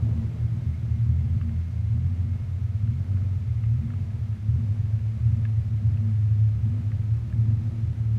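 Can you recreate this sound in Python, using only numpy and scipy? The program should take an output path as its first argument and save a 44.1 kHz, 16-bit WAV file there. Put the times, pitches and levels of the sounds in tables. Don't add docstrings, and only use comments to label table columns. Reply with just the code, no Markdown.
import sys
import numpy as np
from scipy import signal
from scipy.fft import rfft, irfft, next_fast_len
from scipy.io import wavfile
from scipy.ndimage import map_coordinates

SR = 44100
rng = np.random.default_rng(int(sys.argv[2]) if len(sys.argv) > 2 else 0)


def unload_audio(sound):
    columns = np.transpose(np.atleast_2d(sound))
    steps = np.round(np.clip(columns, -1, 1) * 32767)
    wavfile.write(sys.argv[1], SR, steps.astype(np.int16))


N = 360909


# multiple of the firing rate, relative level/dB, share of the surge, flutter/dB
EXHAUST_HARMONICS = [(1, -0.5, -0.7, 2), (2, -1, 1, 1.5), (3, 1, 1.12, 1), (4, -4, 0.35, 4),
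                     (5, -5, 1.3, 2.5), (6, -8, 1.2, 2.5), (7, -12, .4, 3.5), (8, -13, .6, 3)]
# t/s, even note gain/dB, uneven burns gain/dB
FIRING_BALANCE = [(0, -5, -6), (.6, -5, -6), (.95, -.5, -5.5), (1.6, -1, -9), (8.18, -1, -9.5)]

def idle(firings, gain_db=-24.5, split_hz=190, boom_share=0.73, rasp_db=-1.5):
    *_, swells_db, barks_db, holds_s = np.transpose(SURGES)
    swell_db = surge_gain(swells_db, np.zeros_like(holds_s), lead_s=.13, attack_s=.22, release_s=.16)
    bark_db = surge_gain(barks_db, holds_s, lead_s=.045, attack_s=.12, release_s=.09)
    exhaust = np.zeros(N)
    for k, db, share, flutter_db in EXHAUST_HARMONICS:
        surge_db = share * (bark_db if k > 3 else swell_db)
        exhaust += amp(db + surge_db + flutter_db * wobble(32)) * np.sin(2 * np.pi * k * firings)
    pulses = uneven_burns(firings)
    low = lambda hz: 1 / (1 + (hz / split_hz) ** 16)
    upper_band = lambda hz: np.sqrt(1 - low(hz)) / (1 + (hz / (2 * split_hz)) ** 4)
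    boom = filtered(pulses, lambda hz: cabin_gain(hz) * np.sqrt(low(hz)))
    rasp = filtered(pulses, lambda hz: cabin_gain(hz) * upper_band(hz))
    uneven = (amp(boom_share * swell_db) * boom + amp(rasp_db + bark_db) * rasp) / boom.std()
    note_db, uneven_db = curves(FIRING_BALANCE)
    return amp(gain_db) * (amp(note_db) * filtered(exhaust, cabin_gain) + amp(uneven_db) * uneven)


def uneven_burns(firings, limp=0.31):
    at = np.flatnonzero(np.diff(np.floor(firings)) > 0)
    alternation = limp * (-1) ** np.arange(len(at))
    return np.bincount(at, rng.uniform(-2.16, 2.06, len(at)) + alternation, N)


# catch t/s, speed there/rpm, climb/s, top speed/rpm,
# boom swell/dB, bark/dB, bark hold past the top/s
SURGES = [(-.188, 1245, 0.3645, 1361, 4.5, 7, 0.11), (.494, 1136, .15, 1313, 2.5, 4.5, .05),
          (.928, 1125, 0.4722, 1401, 4, 6, 0.087), (1.859, 1078, 0.331, 1505, 6.5, 6, .12),
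          (2.811, 1051, .261, 1513, 5, 8, .1), (3.649, 1096, 0.251, 1433, 7.5, 6, .08),
          (4.418, 1053, .25, 1471, 4, 8, 0.051), (5.1, 1052, .34, 1397, 2, 5.5, -.05),
          (5.705, 1019, 0.283, 1372, 3.5, 6, .14), (6.555, 1072, 0.2197, 1501, 3.5, 9.5, .06),
          (7.255, 1070, .4, 1442, 3.5, 8, 0.0069), (8.103, 1083, .29, 1401, 4.5, 6, .05)]

def hunting(ease=0.61):
    turns = []
    for s, low_rpm, climb_s, top_rpm, *_ in SURGES:
        turns += [(s, low_rpm), (s + climb_s, top_rpm)]
    s, rpm = np.transpose(turns)
    step = np.interp(np.arange(N) / SR, s, np.arange(len(s)))
    eased = np.floor(step) + (1 - np.cos(np.pi * (step % 1))) / 2
    return np.interp(ease * eased + (1 - ease) * step, np.arange(len(s)), rpm)


def surge_gain(peaks_db, holds_s, lead_s, attack_s, release_s):
    t = np.arange(N) / SR
    gain_db = np.zeros(N)
    for (s, _, climb_s, *_), db, hold_s in zip(SURGES, peaks_db, holds_s):
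        rise = (t - s + lead_s) / attack_s
        fall = 1 - (t - s - climb_s - hold_s) / release_s
        gain_db = np.maximum(gain_db, db * np.clip(np.minimum(rise, fall), 0, 1))
    return gain_db


# f/Hz, gain/dB
CABIN_RESPONSE = [(22, -37.5), (35, -32), (45, -17), (56, -23.5), (67, -15.5), (74, -9), (81, -3),
                  (93, -6.5), (104, -4.5), (113, 1), (122, -5.5), (137, -13), (149, -25), (164, -17),
                  (184, -24), (198, -28.5), (224, -16), (244, -22), (262, -50), (303, -42.5), (323, -28.5),
                  (345, -45.5), (600, -59.5)]

def cabin_gain(hz):
    f, db = np.transpose(CABIN_RESPONSE)
    return amp(np.interp(hz, f, db))


# t/s, speed/rpm, level/dB
AHEAD_DRONE = [(0, 2475, -36), (.23, 2408, -33), (.64, 2384, -34), (.92, 2442, -30), (1.24, 2491, -26.5),
               (1.83, 2537, -28.5), (2.28, 2669, -27.5), (2.66, 2746, -31), (2.97, 2787, -36),
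               (3.21, 2840, -24), (3.69, 2913, -35.5), (4.52, 3107, -30.5), (5.28, 3304, -23.5),
               (5.97, 3151, -23.5), (6.61, 3224, -20), (6.66, 3168, -26.5), (7.25, 3248, -27),
               (7.52, 3290, -24), (8.15, 3332, -35)]
# t/s, level/dB at 2, 3 and 4 times the firing rate
AHEAD_OVERTONES = [(0, -40, -57, -61), (.6, -42.5, -64, -58.5), (1.3, -45, -69.5, -69),
                   (2.2, -47.5, -72, -74.5), (2.7, -61.5, -77, -74.5), (4, -60.5, -70.5, -76),
                   (4.6, -53.5, -68.5, -74), (6.7, -50.5, -68, -74.5), (7.3, -56, -56, -74),
                   (8.18, -51.5, -61, -74)]

def car_ahead(flutter_db=1.4):
    rpm, drone_db = curves(AHEAD_DRONE)
    phase = 2 * np.pi * firing_count(rpm)
    overtones = sum(amp(db + flutter_db * wobble(12)) * np.sin(k * phase)
                    for k, db in enumerate(curves(AHEAD_OVERTONES), 2))
    return np.sqrt(2) * (amp(drone_db) * np.sin(phase) + overtones)


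# f/Hz, relative spectral level/dB
RUSH_SPECTRUM = [(190, -30), (330, -1), (357, -2), (492, -6.5), (635, -9), (978, -14.5), (1260, -16.5),
                 (1500, -17), (1660, -18.5), (1880, -17.5), (2170, -17.5), (3140, -23), (6230, -30),
                 (12200, -40), (15000, -48)]
# f/Hz, width/Hz, gain/dB
PANEL_MODES = [(647, 80, -2.5), (1270, 120, 2), (1680, 120, -0.5), (2230, 380, -8), (6240, 350, -2.5)]
# t/s, low band gain/dB, high band gain/dB
RUSH_GAINS = [(0, -52.5, -64), (.75, -60, -65), (2.7, -60.5, -65.5), (5.5, -60, -65), (8.18, -58.5, -65)]

def engine_rush(firings, rpm, split_hz=950, floor_hz=250):
    low_db, high_db = curves(RUSH_GAINS)
    f, db = np.transpose(RUSH_SPECTRUM[1:-1])
    panels = lambda hz: np.hypot(1, .9 * resonances(PANEL_MODES, hz))
    colour = lambda hz: amp(np.interp(np.log(hz + 1), np.log(f), db)) * panels(hz)
    low = lambda hz: 1 / (1 + (hz / split_hz) ** 4)
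    body = noise(lambda hz: colour(hz) * np.sqrt(low(hz)) * hz / np.hypot(hz, floor_hz))
    hiss = noise(lambda hz: colour(hz) * np.sqrt(1 - low(hz)))
    pulsing = 0.66 * np.cos(2 * np.pi * firings) + 0.32 * np.cos(np.pi * firings)
    drive = pulsing + 4.3 * np.log(rpm / rpm.mean())
    body *= amp(low_db + 3.5 + 1.7 * drive + 0.79 * wobble(12))
    hiss *= amp(high_db + 6 + 0.5 * drive + 0.28 * wobble(22))
    return body + hiss


# t/s, f/Hz, level/dB
PUMP_WHINE = [(0, 2194, -76), (.7, 2145, -67), (1.5, 2132, -68), (2.15, 2137, -70), (2.35, 2147, -62.5),
              (2.7, 2127, -76.5), (3.15, 2130, -69), (4.5, 2098, -73.5), (8.18, 2080, -84.5)]

def fuel_pump():
    hz, db = curves(PUMP_WHINE)
    flutter = unit(amp(2 * wobble(14) + 2.5 * wobble(60)))
    waver_hz = 6 * wobble(16) + 16 * wobble(200)
    return amp(db) * flutter * np.sin(2 * np.pi * np.cumsum(hz + waver_hz) / SR)


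# t/s, relative peak level/dB, favoured f/Hz, brightness/dB
TAPS = [(1.412, -41.5, 1237, -3), (1.491, -48.5, 1920, -6), (2.8735, -49, 1370, -13),
        (3.1698, -49.5, 1395, -13), (3.22, -52, 1230, -9), (3.6371, -44.5, 1220, -4),
        (3.9024, -44, 1392, -15), (3.9362, -47.5, 1250, -17), (4.104, -51, 1645, -10),
        (4.327, -51, 1509, -12), (4.9912, -53, 1593, -10), (5.4512, -38, 1690, -7.5),
        (5.9722, -48.5, 2656, -11), (6.9175, -45, 1900, -13), (7.1799, -55, 1311, -11),
        (7.325, -49, 1686, -17)]
# f/Hz, relative level/dB, T60/s
FITTING_MODES = [(1230, -4, .022), (1390, -7.5, 0.023), (1683, -5, .038), (1853, -5, .02), (2100, -4, .022),
                 (2590, -4, 0.017), (2700, -6.5, 0.015)]

def loose_fittings(bright_hz=2350, focus_db=10, spread=0.082, scuff_t60=0.022, scuff_hz=(1050, 3050)):
    out, t = np.zeros(N), np.arange(SR // 8) / SR
    band = signal.butter(4, scuff_hz, "bandpass", fs=SR, output="sos")
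    attack = 1 - np.exp(-t / .001)
    for s, db, main_hz, bright_db in TAPS:
        ring = np.zeros(len(t))
        for hz, mode_db, t60 in FITTING_MODES:
            contact_db = focus_db * np.exp(-(np.log(hz / main_hz) / spread) ** 2)
            treble_db = (hz > bright_hz) * (bright_db + 10)
            decay = amp(mode_db + rng.normal(0, 1) + contact_db + treble_db - 60 * t / t60)
            ring += decay * np.sin(2 * np.pi * (hz * rng.normal(1, 0.0071) * t + rng.random()))
        scuff = signal.sosfilt(band, rng.standard_normal(len(t)) * amp(-60 * t / scuff_t60))
        tap = (unit(ring) + amp(bright_db + 1) * unit(scuff)) * attack
        add(out, s, amp(db + 3) * tap / np.abs(tap).max())
    return out


# t/s, relative level/dB
INSECT_CHIRPS = [(0.507, -82), (1.829, -78), (3.0513, -78), (4.2934, -79), (5.4494, -77.5), (7.8976, -81)]

def insect(pitch_hz=10280, width_hz=170, length_s=0.098):
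    envelope = np.zeros(N)
    for s, db in INSECT_CHIRPS:
        add(envelope, s, amp(db - 1) * np.hanning(int(length_s * SR)))
    return envelope * noise(lambda hz: resonances([(pitch_hz, width_hz, 0)], hz))


def firing_count(rpm):
    return np.cumsum(rpm / 30) / SR


def resonances(modes, hz):
    return np.sqrt(sum(amp(db) ** 2 / (1 + ((hz - centre) / width * 1.3) ** 2) ** 3
                       for centre, width, db in modes))


def filtered(x, gain):
    size = 2 * next_fast_len(N // 2 + SR)
    cepstrum = irfft(np.log(np.maximum(gain(np.fft.rfftfreq(size, 1 / SR)), 1e-5)))
    cepstrum[1:size // 2] *= 2
    cepstrum[size // 2 + 1:] = 0
    return irfft(rfft(x, size) * np.exp(rfft(cepstrum)))[:N]


def noise(gain):
    return unit(filtered(rng.standard_normal(N), gain))


def wobble(rate):
    return map_coordinates(rng.standard_normal(int(N * rate / SR) + 4), [np.arange(N) * rate / SR])


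def curves(rows):
    s, *columns = np.transpose(rows)
    return [np.interp(np.arange(N) / SR, s, column) for column in columns]


def amp(db):
    return 10 ** (np.asarray(db) / 20)


def unit(x):
    return x / np.sqrt(np.mean(x ** 2) + 1e-20)


def add(track, s, sound):
    part = track[max(round(s * SR), 0):][:len(sound)]
    part += sound[:len(part)]


def scene():
    rpm = hunting()
    firings = firing_count(rpm)
    engines = idle(firings) + car_ahead() + engine_rush(firings, rpm)
    return (engines + fuel_pump() + loose_fittings() + insect())[None]


def record(dry, top_hz=14400):
    size = next_fast_len(N + SR)
    passband = np.fft.rfftfreq(size, 1 / SR) < top_hz
    return irfft(rfft(dry, size) * passband, size)[:, :N]


dry = scene()
out = record(dry)
unload_audio(out)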